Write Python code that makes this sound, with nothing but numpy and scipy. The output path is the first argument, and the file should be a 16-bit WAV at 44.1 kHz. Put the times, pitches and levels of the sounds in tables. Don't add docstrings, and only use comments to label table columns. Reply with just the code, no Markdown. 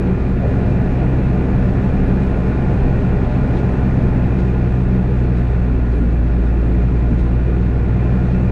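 import sys
import numpy as np
from scipy import signal
from scipy.fft import rfft, irfft, next_fast_len
from scipy.io import wavfile
from scipy.ndimage import uniform_filter1d

SR = 44100
rng = np.random.default_rng(int(sys.argv[2]) if len(sys.argv) > 2 else 0)


def inscribe(sig):
    pcm = np.round(np.clip(np.atleast_2d(sig).T, -1, 1) * 32767)
    wavfile.write(sys.argv[1], SR, pcm.astype(np.int16))


def volts_from_db(level):
    exponent = np.asarray(level, float) / 20
    return 10 ** exponent


N = 375291
TIME = np.arange(N) / SR
SIZE = next_fast_len(N)
FREQ = np.maximum(np.arange(SIZE // 2 + 1) * SR / SIZE, 1.)

# time in seconds, firings per second in Hz.
ENGINE_SPEED = [(0, 66.8), (.25, 65.6), (.5, 66.1), (1.05, 63.9), (2.1, 64.2), (2.75, 65.3), (3.5, 65.6),
                (3.8, 64), (4.5, 62.1), (5.0, 62.8), (5.25, 61.2), (5.75, 60), (6.0, 57.6), (6.75, 57.8),
                (7.25, 59.1), (7.75, 60.4), (8.25, 62.1), (8.51, 62.5)]
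# time in seconds, scrape level in dB.
BLADE_BITE = [(0, -34), (.34, -35.5), (.55, -33), (1.5, -32.5), (3.5, -32), (4.25, -33), (4.75, -36),
              (5.4, -36), (6.2, -38.5), (6.7, -37), (7.7, -37.5), (8.1, -35), (8.51, -35)]
# multiple of one sixth of the firing rate, level in dB.
UNEVEN_CYLINDERS = [(3, -38), (9, -37), (10, -28), (13, -33), (17, -35), (19, -37), (24, -40), (33, -42),
                    (34, -43)]
# centre in Hz, width in Hz, tone level at the peak in dB.
CAB_AIR = [(56.37, 9.7, -14.5), (124.9, 12.4, -20.5), (187.5, 8.9, -22.5)]

# frequency in Hz, level per Hz in dB.
SHAKE_COLOUR = [(6, -30), (11, -16), (18, -2), (24, -11), (36, 0), (48, -8), (62, -13), (75, -14),
                (90, -30)]
BOOM_COLOUR = [(55, -31), (76, -9), (87, -4.5), (96, -3.5), (108, -0.5), (135, -3), (158, -8), (182, -0.5),
               (212, -8.5), (250, -6), (295, -12.5), (340, -31)]
DRONE_COLOUR = [(260, -27), (305, 0.5), (340, -1), (400, 1.5), (480, -3.5), (520, -6.5), (600, -31.5)]
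SCRAPE_COLOUR = [(440, -21), (530, 1), (700, -1.5), (860, -3.5), (930, -9.5), (1150, -29.5)]
CLATTER_COLOUR = [(750, -26.5), (950, -1.5), (1300, -4), (1600, -4), (1900, -4), (2200, -10), (2500, -10.5),
                  (2700, -15), (2920, -15), (3000, -22), (3600, -37.5)]
RUSH_COLOUR = [(2500, -20.5), (3150, 1), (4150, -2), (4800, -7), (6100, -11), (6850, -10.5), (7300, -18),
               (7900, -13), (8600, -20.5), (10400, -20.5), (11500, -29.5), (13600, -35), (14500, -44),
               (16000, -62)]

# centre in Hz, width in Hz, rise over the surroundings in dB.
BOOM_PANELS = [(140, 10, 3), (181, 12, 5), (250, 18, 3), (285, 14, 3)]
DRONE_PANELS = [(335, 16, 5), (395, 24, 2), (478, 22, 3)]
BLADE_PANELS = [(550, 25, 2), (603, 14, 7), (648, 16, 3), (711, 16, 8), (780, 22, 3), (860, 40, 4)]
CAB_PANELS = [(1032, 20, 6), (1205, 12, 7), (1335, 25, 2), (1428, 40, 8.5), (1503, 14, 4), (1710, 60, 3),
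              (2285, 50, 4), (2405, 28, 8), (2455, 26, 7), (2634, 45, 9), (2775, 25, 3)]

# time
# in seconds, then change in dB of frame jolt, blade drone and cab boom.
BRIEF_SWELLS = [(.02, 0, 3.5, 2), (.25, 4.5, 0.5, -1), (.68, -1, 3, 1.5), (1.02, 2, 2, 0.5),
                (1.42, -1.5, 3.5, -0.5), (1.6, 4, -0.5, 1), (2.02, 5.5, 1.5, 1), (2.38, 0, 2, -1),
                (2.84, 6.5, 1.5, 0), (3.2, 2.5, -0.5, -1), (3.57, -1.5, 3.5, 0), (4.05, 3, 2, 1.5),
                (4.42, -3, 2, -1.5), (4.9, 5, 0.5, 0.5), (5.4, -3, 0.5, -1.5), (5.85, 5, 0, 1),
                (6.1, 1, 1, 1.5), (6.35, 1, 0, 2), (6.8, -0.5, 1, 2.5), (7.2, 4, -1, 2), (7.65, 0, 1, -0.5),
                (8.0, -3, 0.5, -1), (8.4, 1, 0, 0)]
# start in seconds, level in dB, ring in Hz, width in Hz,
# time to fade by 60 dB in seconds.
EDGE_KNOCKS = [
    (0.384, -29, 690, 120, 0.13),
    (.427, -19, 516, 260, .35),
    (1.0, -26.5, 692, 47, 0.25),
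    (2.691, -16.5, 175, 55, 0.18),
    (3.335, -23, 260, 54, .25),
    (5.781, -20.5, 252, 100, 0.17),
    (6.0, -11.5, 240, 61, .3),
    (6.12, -30.5, 332.5, 11, 1.19),
    (6.5, -29.5, 335, 11, 1.3),
    (7.11, -9, 176, 70, 0.15),
]
# time in seconds, swell in dB, length in seconds.
SNOW_CLODS = [(.49, 2.5, 0.037), (.71, 2.5, .04), (2.25, 1, .08), (2.42, 0, .16), (3.06, 1, .03),
              (3.17, 1, .03), (.8, -0.5, .15), (3.58, 4, 0.054), (4.4, 3, .03), (5.38, 3.5, 0.036),
              (5.93, 2.5, .08), (6.468, 2.5, 0.058), (7.2, 5, 0.028)]
# start in seconds, level in dB, centre in Hz, width in Hz, length in seconds.
LINKAGE_SQUEAKS = [
    (2.04, -71, 10250, 400, .045),
    (2.05, -70, 9200, 500, .06),
    (5.9, -68, 9300, 600, .13),
    (5.93, -75, 10200, 500, .1),
]


def curves(table):
    s, *columns = np.transpose(table)
    return [np.interp(TIME, s, column) for column in columns]


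def unit(x):
    return x / np.sqrt(np.mean(x ** 2))


def walk(rate):
    k = int(SR / rate)
    steps = np.repeat(rng.standard_normal(N // k + 1), k)
    return unit(uniform_filter1d(uniform_filter1d(steps, k), k)[:N])


def even(x, span_s):
    k = int(span_s * SR)
    return x / np.sqrt(uniform_filter1d(uniform_filter1d(x ** 2, k), k))


def band(x, hz, width_hz):
    edges = [max(hz - width_hz / 2, 20.), hz + width_hz / 2]
    return signal.sosfilt(signal.butter(3, edges, "bandpass", fs=SR, output="sos"), x)


def ring(drive, colour, panels, flicker_db, rate):
    hz, db = np.transpose(colour)
    gain = volts_from_db(np.interp(np.log(FREQ), np.log(hz), db, left=-200, right=-200))
    for centre, width, peak_db in panels:
        gain = gain * (1 + (volts_from_db(peak_db) - 1) / (1 + (2 * (FREQ - centre) / width) ** 2))
    spectrum = rfft(drive, SIZE) * gain
    thirds = 3 * np.log2(FREQ / hz[0])
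    out, shared = 0, walk(rate)
    for k in range(int(3 * np.log2(hz[-1] / hz[0])) + 2):
        own = walk(rate)
        share = np.clip(1 - abs(thirds - k), 0, 1)
        out = out + volts_from_db(flicker_db * (own + shared) / 2) * irfft(spectrum * share, SIZE)[:N]
        shared = own
    return unit(out)


def squeaks():
    out = np.zeros(N)
    for s, db, hz, width_hz, length in LINKAGE_SQUEAKS:
        swell = np.hanning(int(length * SR))
        hiss = unit(band(rng.standard_normal(SR // 2), hz, width_hz)[-len(swell):])
        out[int(s * SR):][:len(swell)] += volts_from_db(db) * swell * hiss
    return out


def clods():
    return sum(db * np.exp(-(2 * (TIME - s) / length) ** 2) for s, db, length in SNOW_CLODS)


def knocks():
    out = np.zeros(N)
    for s, db, hz, width_hz, t60 in EDGE_KNOCKS:
        t = np.arange(int(t60 * SR)) / SR
        fade = (1 - np.exp(-t / 0.0041)) * np.exp(-np.log(1000) * t / t60)
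        rough = unit(band(rng.standard_normal(2 * SR), hz, width_hz)[-len(t):])
        out[int(s * SR):][:len(t)] += volts_from_db(db) * fade * rough
    return out


def brief_swells():
    swell_s = 0.22
    s, *columns = np.transpose(BRIEF_SWELLS)
    swell = np.exp(-(2 * (TIME[::100, None] - s) / swell_s) ** 2)
    return [np.repeat(swell @ db, 100)[:N] for db in columns]


def plough(cycle, shake_db, boom_db, drone_db, scrape_db, rush_db):
    buzz = 1 + .12 * np.cos(6 * cycle)
    grit = volts_from_db(1.3 * np.minimum(rng.exponential(size=N), 7))
    shake = even(ring(rng.standard_normal(N), SHAKE_COLOUR, [], flicker_db=.5, rate=4), span_s=.12)
    boom = even(ring(rng.standard_normal(N), BOOM_COLOUR, BOOM_PANELS, flicker_db=.5, rate=8), span_s=.12)
    drone = ring(rng.standard_normal(N), DRONE_COLOUR, DRONE_PANELS, flicker_db=0.93, rate=12)
    scrape = ring(buzz * rng.standard_normal(N), SCRAPE_COLOUR, BLADE_PANELS, flicker_db=0.2, rate=10)
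    spray = np.sqrt(buzz) * grit * volts_from_db(0.23 * walk(10)) * rng.standard_normal(N)
    rush = ring(spray, RUSH_COLOUR, [], flicker_db=0.84, rate=25)
    low = volts_from_db(shake_db + 2.5) * shake + volts_from_db(boom_db + 0.67) * boom
    return low + volts_from_db(drone_db) * drone + volts_from_db(scrape_db) * scrape + volts_from_db(rush_db) * rush


def block(cycle, clatter_db):
    beat = 1 + .14 * np.cos(6 * cycle) + .05 * np.cos(3 * cycle)
    clatter = ring(beat * rng.standard_normal(N), CLATTER_COLOUR, CAB_PANELS, flicker_db=0.17, rate=22)
    return volts_from_db(clatter_db) * clatter


def exhaust(cycle, hz, tone_db):
    pipe_lag = .45
    null_hz, null_width_hz, null_db = 95, 6, -11
    tones = 0
    for k, db in enumerate(tone_db):
        level = volts_from_db(db + 0.45 * k * walk(7))
        lag = k * (pipe_lag + .3 * walk(.8) + .15 * walk(6))
        tones = tones + level * np.cos(6 * (k + 1) * cycle + lag)
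    lumps = 0
    for k, db in UNEVEN_CYLINDERS:
        dip_db = null_db * np.exp(-((k * hz / 6 - null_hz) / null_width_hz) ** 2)
        heard_db = db + dip_db + 3.1 * walk(2.47)
        lumps = lumps + volts_from_db(heard_db) * np.cos(k * cycle + 1.22 * walk(3))
    return np.sqrt(2) * volts_from_db(1.0) * (tones + lumps)


def scene():
    (hz,), (scrape_db,) = curves(ENGINE_SPEED), curves(BLADE_BITE)
    tone_db = []
    for k, (centre, width, db) in enumerate(CAB_AIR):
        tone_db.append(db - 10 * np.log10(1 + (2 * ((k + 1) * hz - centre) / width) ** 2))

    bite_db = scrape_db + 32.5
    shake_db = -25 + .8 * bite_db
    boom_db = -19.5 + 0.69 * bite_db
    drone_db = -28.5 + .5 * bite_db
    clatter_db = -37 + 0.61 * bite_db
    rush_db = -54.5 + .5 * bite_db
    jolt_db, surge_db, swell_db = brief_swells()

    cycle = 2 * np.pi * (np.cumsum(hz) / SR + .2072) / 6
    blade = plough(cycle, shake_db + jolt_db, boom_db + swell_db, drone_db + surge_db,
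                   scrape_db, rush_db + clods())
    engine = block(cycle, clatter_db) + exhaust(cycle, hz, tone_db)
    return (squeaks() + knocks() + blade + engine)[None]


def top_cut(x):
    return signal.sosfilt(signal.butter(12, 15100, fs=SR, output="sos"), x)


def record(dry):
    slow = signal.butter(4, 320, fs=SR, output="sos")
    bass = signal.sosfiltfilt(slow, dry)
    rounding = signal.sosfiltfilt(slow, np.tanh(1.8 * bass) / 1.8 - bass)
    edges = np.clip(np.minimum(TIME + .002, TIME[-1] - TIME + .0006) / .004, 0, 1)
    return top_cut((dry + rounding) * edges + .0005)


dry = scene()
out = record(dry)
inscribe(out)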